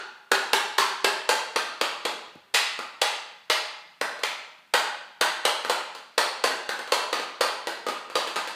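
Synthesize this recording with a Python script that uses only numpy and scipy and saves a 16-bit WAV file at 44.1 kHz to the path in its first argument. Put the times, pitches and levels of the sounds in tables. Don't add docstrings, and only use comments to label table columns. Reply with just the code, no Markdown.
import sys
import numpy as np
from scipy import signal
from scipy.fft import rfft, irfft, next_fast_len
from scipy.io import wavfile
from scipy.ndimage import uniform_filter1d, minimum_filter1d, map_coordinates

SR = 44100
rng = np.random.default_rng(int(sys.argv[2]) if len(sys.argv) > 2 else 0)


def to_wav(s):
    ch = np.atleast_2d(s).T
    pcm = np.round(np.clip(ch, -1, 1) * 32767)
    wavfile.write(sys.argv[1], SR, pcm.astype(np.int16))


N = 377055
FFT_SIZE = 49152
HZ = np.fft.rfftfreq(FFT_SIZE, 1 / SR)
T = np.arange(SR) / SR

# start in seconds, level in dB, knock of the boards in dB, brightness in dB,
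# ring at the point of contact in Hz, its gain in dB, part of the cup that lands.
BLOWS = [(0.317, 21.5, 2.5, 1, 1434, 10.5, "mouth"), (0.5326, 21.5, 0, 2, 920, 5, "mouth"),
         (0.7844, 24, -7.5, -6.5, 1060, 11.5, "mouth"), (1.0447, 21.5, 1.5, 1, 844, -1, "mouth"),
         (1.2914, 23.5, 3, -2, 876, 7, "base"), (1.5608, 19, 4.5, 1.5, 440, 2.5, "corner"),
         (1.8126, 20, 3, 1, 2820, 3, "corner"), (2.0523, 14, 10.5, 3.5, 846, 4.5, "corner"),
         (2.5454, 22, -4.5, 4.5, 1980, 5, "rim"), (2.79, 10.5, 0, -3, 1380, 7.5, "corner"),
         (3.0163, 20, 4, 4, 810, 6.5, "rim"), (3.4997, 21, 3, 3.5, 840, 3.5, "rim"),
         (4.0127, 17.5, 1, -3.5, 590, 10, "wall"), (4.2344, 17.5, 2, 0.5, 2330, 6.5, "rim"),
         (4.7385, 22, 3.5, 1.5, 815, 5.5, "wall"), (5.2115, 22.5, 1, 0.5, 920, 5, "wall"),
         (5.452, 24.5, 1, -3.5, 3160, 4, "base"), (5.6486, 13, 1, -5.5, 1252, 5, "wall"),
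         (5.6975, 22.5, 2, -5, 880, 6, "base"), (6.18, 25, 3, -3.5, 3870, 0, "base"),
         (6.4397, 18.5, 11.5, 2.5, 1030, 10.5, "wall"), (6.6913, 14, 5, -1.5, 1420, 2, "wall"),
         (6.921, 22, 7, -1.5, 1000, 9, "base"), (7.1286, 16.5, 7, 2.5, 900, 2, "corner"),
         (7.4094, 25, 2.5, -6, 4740, 3.5, "base"), (7.6714, 11, 10, 1.5, 920, 7, "wall"),
         (7.866, 9.5, 12.5, 2.5, 1250, 11.5, "corner"), (8.1547, 17, 10, 3.5, 1060, 5.5, "corner"),
         (8.364, 15.5, 1.5, -1.5, 900, 6, "corner")]
# start in seconds, level in dB, brightness in dB.
LIGHT_TOUCHES = [(0.7818, 18, 10), (2.5413, 14.5, 11), (4.1921, 3, -2), (5.9493, 4.5, 2.5),
                 (6.7905, 11.5, -2), (6.8758, 7, -3), (7.196, 15, -4), (7.886, 18, -3), (8.0996, 9, -4.5),
                 (8.2728, 12.5, 1.5), (8.359, 16, 0.5), (8.4744, 11.5, 2)]
# start in seconds, level in dB.
FOOTFALLS = [(2.277, -8), (2.354, 4), (2.38, -8)]
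LANDING_PARTS = {"mouth": (2.9, 0.68, [(393, 14.5), (855, 8), (1680, 7.5)]), "wall": (0.83, 0.84, [(810, 2),
                 (1530, 9.5), (1870, 6)]), "corner": (1, -3, [(630, -0.5), (1210, 6.5)]),
                 "rim": (-8, -1.2, [(2100, 4), (2850, 2), (4800, 2)]), "base": (-1, 2.7, [(505, 3.5),
                 (3200, 3), (4350, 2.5)])}
# frequency in Hz, gain in dB.
PLASTIC_COLOUR = [(60, -54), (110, -40), (200, -14), (330, -10), (450, -0.55), (700, -5), (1000, -3.5),
                  (2000, -6.5), (3300, -5.5), (4850, -8.5), (5250, -12.5), (8500, -14.5), (12000, -22.5),
                  (15000, -27)]
# frequency in Hz, width in Hz, rise in dB.
SHARED_MODES = [(251, 26, 4), (337, 17, 7), (520, 370, 2), (592, 35, 2), (835.3, 34, 4.5), (912, 8.4, 5),
                (1065, 45, 5), (1240, 24, 6), (1330, 51, 4), (1414, 38, 2), (1580, 39, 0.5), (1950, 130, 3),
                (2640, 300, 2.5), (4100, 370, 3), (4550, 290, 4)]
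# frequency in Hz, spread in dB.
LESSER_MODE_SPREAD = [(450, 1.45), (1000, 1.5), (4500, 2.5), (7000, 2)]
TONE_CENTRES = (230, 480, 1100, 3200, 10000)
# frequency in Hz, width in Hz, rise in dB.
BOARD_MODE = (493, 88, 5.7)
# frequency in Hz, gain in dB.
FOOT_COLOUR = [(40, -32), (110, -10), (180, -6), (300, -3.5), (500, -15), (1000, -36), (4000, -46)]
# time in seconds, level in dB.
DIRECT_LEVEL = [(0.3, -3.5), (1, -5), (3.5, -5), (6.5, -6.5), (8.4, -7.5)]
# delay in seconds, level in dB, top frequency in Hz.
CEILING_ECHO = (0.01233, -2.5, 210)
# frequency in Hz, width in Hz, gain in dB.
ROOM_RESONANCES = [(380, 11, -4), (622.5, 7.6, 5.5), (831, 12, 1.5), (1058, 21, -8), (1255, 8.7, -8.5),
                   (1410, 12, 2.5), (1574, 12, 7)]
# frequency in Hz, time to fall 60 dB in seconds.
ROOM_DECAY = [(150, 1), (400, 0.65), (850, 0.79), (1500, 0.77), (2800, 0.79), (5000, 0.69), (8000, 0.55),
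              (14000, 0.33)]
# frequency in Hz, gain in dB.
ROOM_COLOUR = [(60, 16), (200, -6), (330, -5.5), (480, -7.5), (700, -1.5), (1000, 2), (4000, -1.5),
               (8000, -2.5), (13000, -3.5)]
# frequency in Hz, relative density in dB per Hz.
AIR_COLOUR = [(30, -33), (100, -5.5), (200, 5.5), (500, -12), (1500, 5), (4500, -8), (6000, -12),
              (15000, -18)]

LEAD_S = .002
EARLIER_S = -0.21
RING_WIDTH = 0.12
USUAL_DB = 17.5
THUD_LOSS = 0.78
THUD_PER_KNOCK = 0.25
TOP_HZ = 15400


def pecking():
    track = np.zeros(N)
    earlier_blow = (EARLIER_S, *BLOWS[0][1:])
    for s, *stroke in [earlier_blow, *BLOWS]:
        add(track, s, peck(s, *stroke))
    return track


def peck(s, db, knock_db, bright_db, ring_hz, ring_db, part):
    part_thud_db, edge_db, rings = LANDING_PARTS[part]
    thud_db = part_thud_db + THUD_PER_KNOCK * knock_db - THUD_LOSS * (db - USUAL_DB)
    tone_db = (thud_db, knock_db, 0, bright_db, bright_db + edge_db)
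    tone = along(list(zip(TONE_CENTRES, tone_db)), HZ)
    all_rings = [*rings, (ring_hz, ring_db)]
    ringing = sum(bump(hz, RING_WIDTH * hz, gain_db) for hz, gain_db in all_rings)
    direct_db = np.interp(s, *np.transpose(DIRECT_LEVEL))
    return blow(db + plastic() + tone + ringing, direct_db=direct_db, room_db=-0.9)


def ticking():
    track = np.zeros(N)
    for s, db, bright_db in LIGHT_TOUCHES:
        tilt = along([(300, 4.6), (1100, 2), (5000, bright_db)], HZ)
        add(track, s, blow(db + plastic() + tilt, direct_db=-12.0, room_db=-5.5))
    return track


def footfalls():
    track = np.zeros(N)
    for s, db in FOOTFALLS:
        add(track, s, blow(db + along(FOOT_COLOUR, HZ), direct_db=0.0, room_db=-14))
    return track


def blow(colour_db, direct_db, room_db):
    direct = contact(chatter_s=0.0019, spikiness=0.92, first_share=0.55, evenness=0.3, graze_db=-15)
    direct *= causal(bump(*BOARD_MODE))
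    direct *= echo(*CEILING_ECHO)
    answer = room(early_db=-8.5, early_t60=0.29, wall_db=-18, delay_s=0.0035)
    answer *= causal(sum(bump(*resonance) for resonance in ROOM_RESONANCES))
    answer *= np.exp(-2j * np.pi * HZ * LEAD_S)
    heard = amp(direct_db) * direct + amp(room_db) * answer
    return irfft(causal(colour_db) * heard)[:SR]


def contact(chatter_s, spikiness, first_share, evenness, graze_db):
    slaps = rng.standard_normal(SR) * np.exp(spikiness * rng.standard_normal(SR))
    age = np.maximum(T - LEAD_S, 0) / chatter_s
    graze = amp(graze_db) * T / LEAD_S * (T < LEAD_S)
    chatter = slaps * (graze + age ** .5 * np.exp(-age))
    chatter /= np.linalg.norm(chatter)
    landing = np.exp(-2j * np.pi * HZ * (LEAD_S + 0.000743))
    spectrum = rfft(chatter, FFT_SIZE) + first_share * landing
    even = along([(600, 0.88), (1500, evenness)], HZ)
    spectrum /= (np.abs(spectrum) + 1e-3) ** even
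    return spectrum / np.sqrt(np.mean(np.abs(spectrum) ** 2))


def plastic():
    shared = sum(bump(hz, width, db) for hz, width, db in SHARED_MODES)
    return along(PLASTIC_COLOUR, HZ) + shared + lesser_modes()


def lesser_modes():
    per_octave = 24
    place = per_octave * np.log2(1 + HZ / 500)
    heights = rng.standard_normal(int(place[-1]) + 4)
    return along(LESSER_MODE_SPREAD, HZ) * map_coordinates(heights, [place])


def echo(delay_s, db, top_hz):
    dulling = 1 + (HZ / top_hz) ** 4
    return 1 + amp(db) * np.exp(-2j * np.pi * HZ * delay_s) / dulling


def room(early_db, early_t60, wall_db, delay_s):
    hz, t, grains = signal.stft(rng.standard_normal(SR), SR, nperseg=256)
    late = amp(-60 * t / along(ROOM_DECAY, hz)[:, None])
    early = amp(early_db - 60 * t / early_t60)
    fade = np.hypot(late, early)
    fade /= np.sqrt(np.sum(fade ** 2, axis=1, keepdims=True))
    tail = signal.istft(grains * fade, SR, nperseg=256)[1][:SR]
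    tail *= 1 - np.exp(-(T / delay_s) ** 2)
    tail /= np.linalg.norm(tail)
    walls = (rng.uniform(0.012, .045, size=6) * SR).astype(int)
    tail[walls] += amp(wall_db) * rng.uniform(0.17, 1, size=6)
    return rfft(tail, FFT_SIZE) * amp(along(ROOM_COLOUR, HZ))


def air(level_db):
    colour = amp(along(AIR_COLOUR, np.fft.rfftfreq(N, 1 / SR)))
    noise = irfft(rfft(rng.standard_normal(N)) * colour, N)
    return amp(level_db) * noise / noise.std()


def amp(db):
    return 10 ** (np.asarray(db) / 20)


def along(points, hz):
    f, v = np.transpose(points)
    return np.interp(np.log(hz + 1), np.log(f + 1), v)


def bump(hz, width, db):
    return db / (1 + ((HZ - hz) / (width / 2)) ** 2)


def causal(db):
    cepstrum = irfft(np.log(np.maximum(amp(db), 1e-6)))
    cepstrum[1:FFT_SIZE // 2] *= 2
    cepstrum[FFT_SIZE // 2 + 1:] = 0
    return np.exp(rfft(cepstrum))


def add(track, s, sound):
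    start = round((s - LEAD_S) * SR)
    part = sound[max(-start, 0):N - start]
    track[max(start, 0):][:len(part)] += part


def scene():
    return (pecking() + ticking() + footfalls() + air(level_db=-64))[None]


def record(dry):
    ceiling, hold = .7, round(.0015 * SR)
    needed = ceiling / np.maximum(np.abs(dry), ceiling)
    gain = uniform_filter1d(minimum_filter1d(needed, 2 * hold), hold)
    held = dry * gain
    size = next_fast_len(N + SR // 2)
    hz = np.fft.rfftfreq(size, 1 / SR)
    treble_cut = 1 / np.sqrt(1 + (hz / TOP_HZ) ** 200)
    bass_hz = 90
    bass_cut = (1j * hz + bass_hz / 2) / (1j * hz + bass_hz)
    return irfft(rfft(held, size) * treble_cut * bass_cut, size)[:, :N]


dry = scene()
out = record(dry)
to_wav(out)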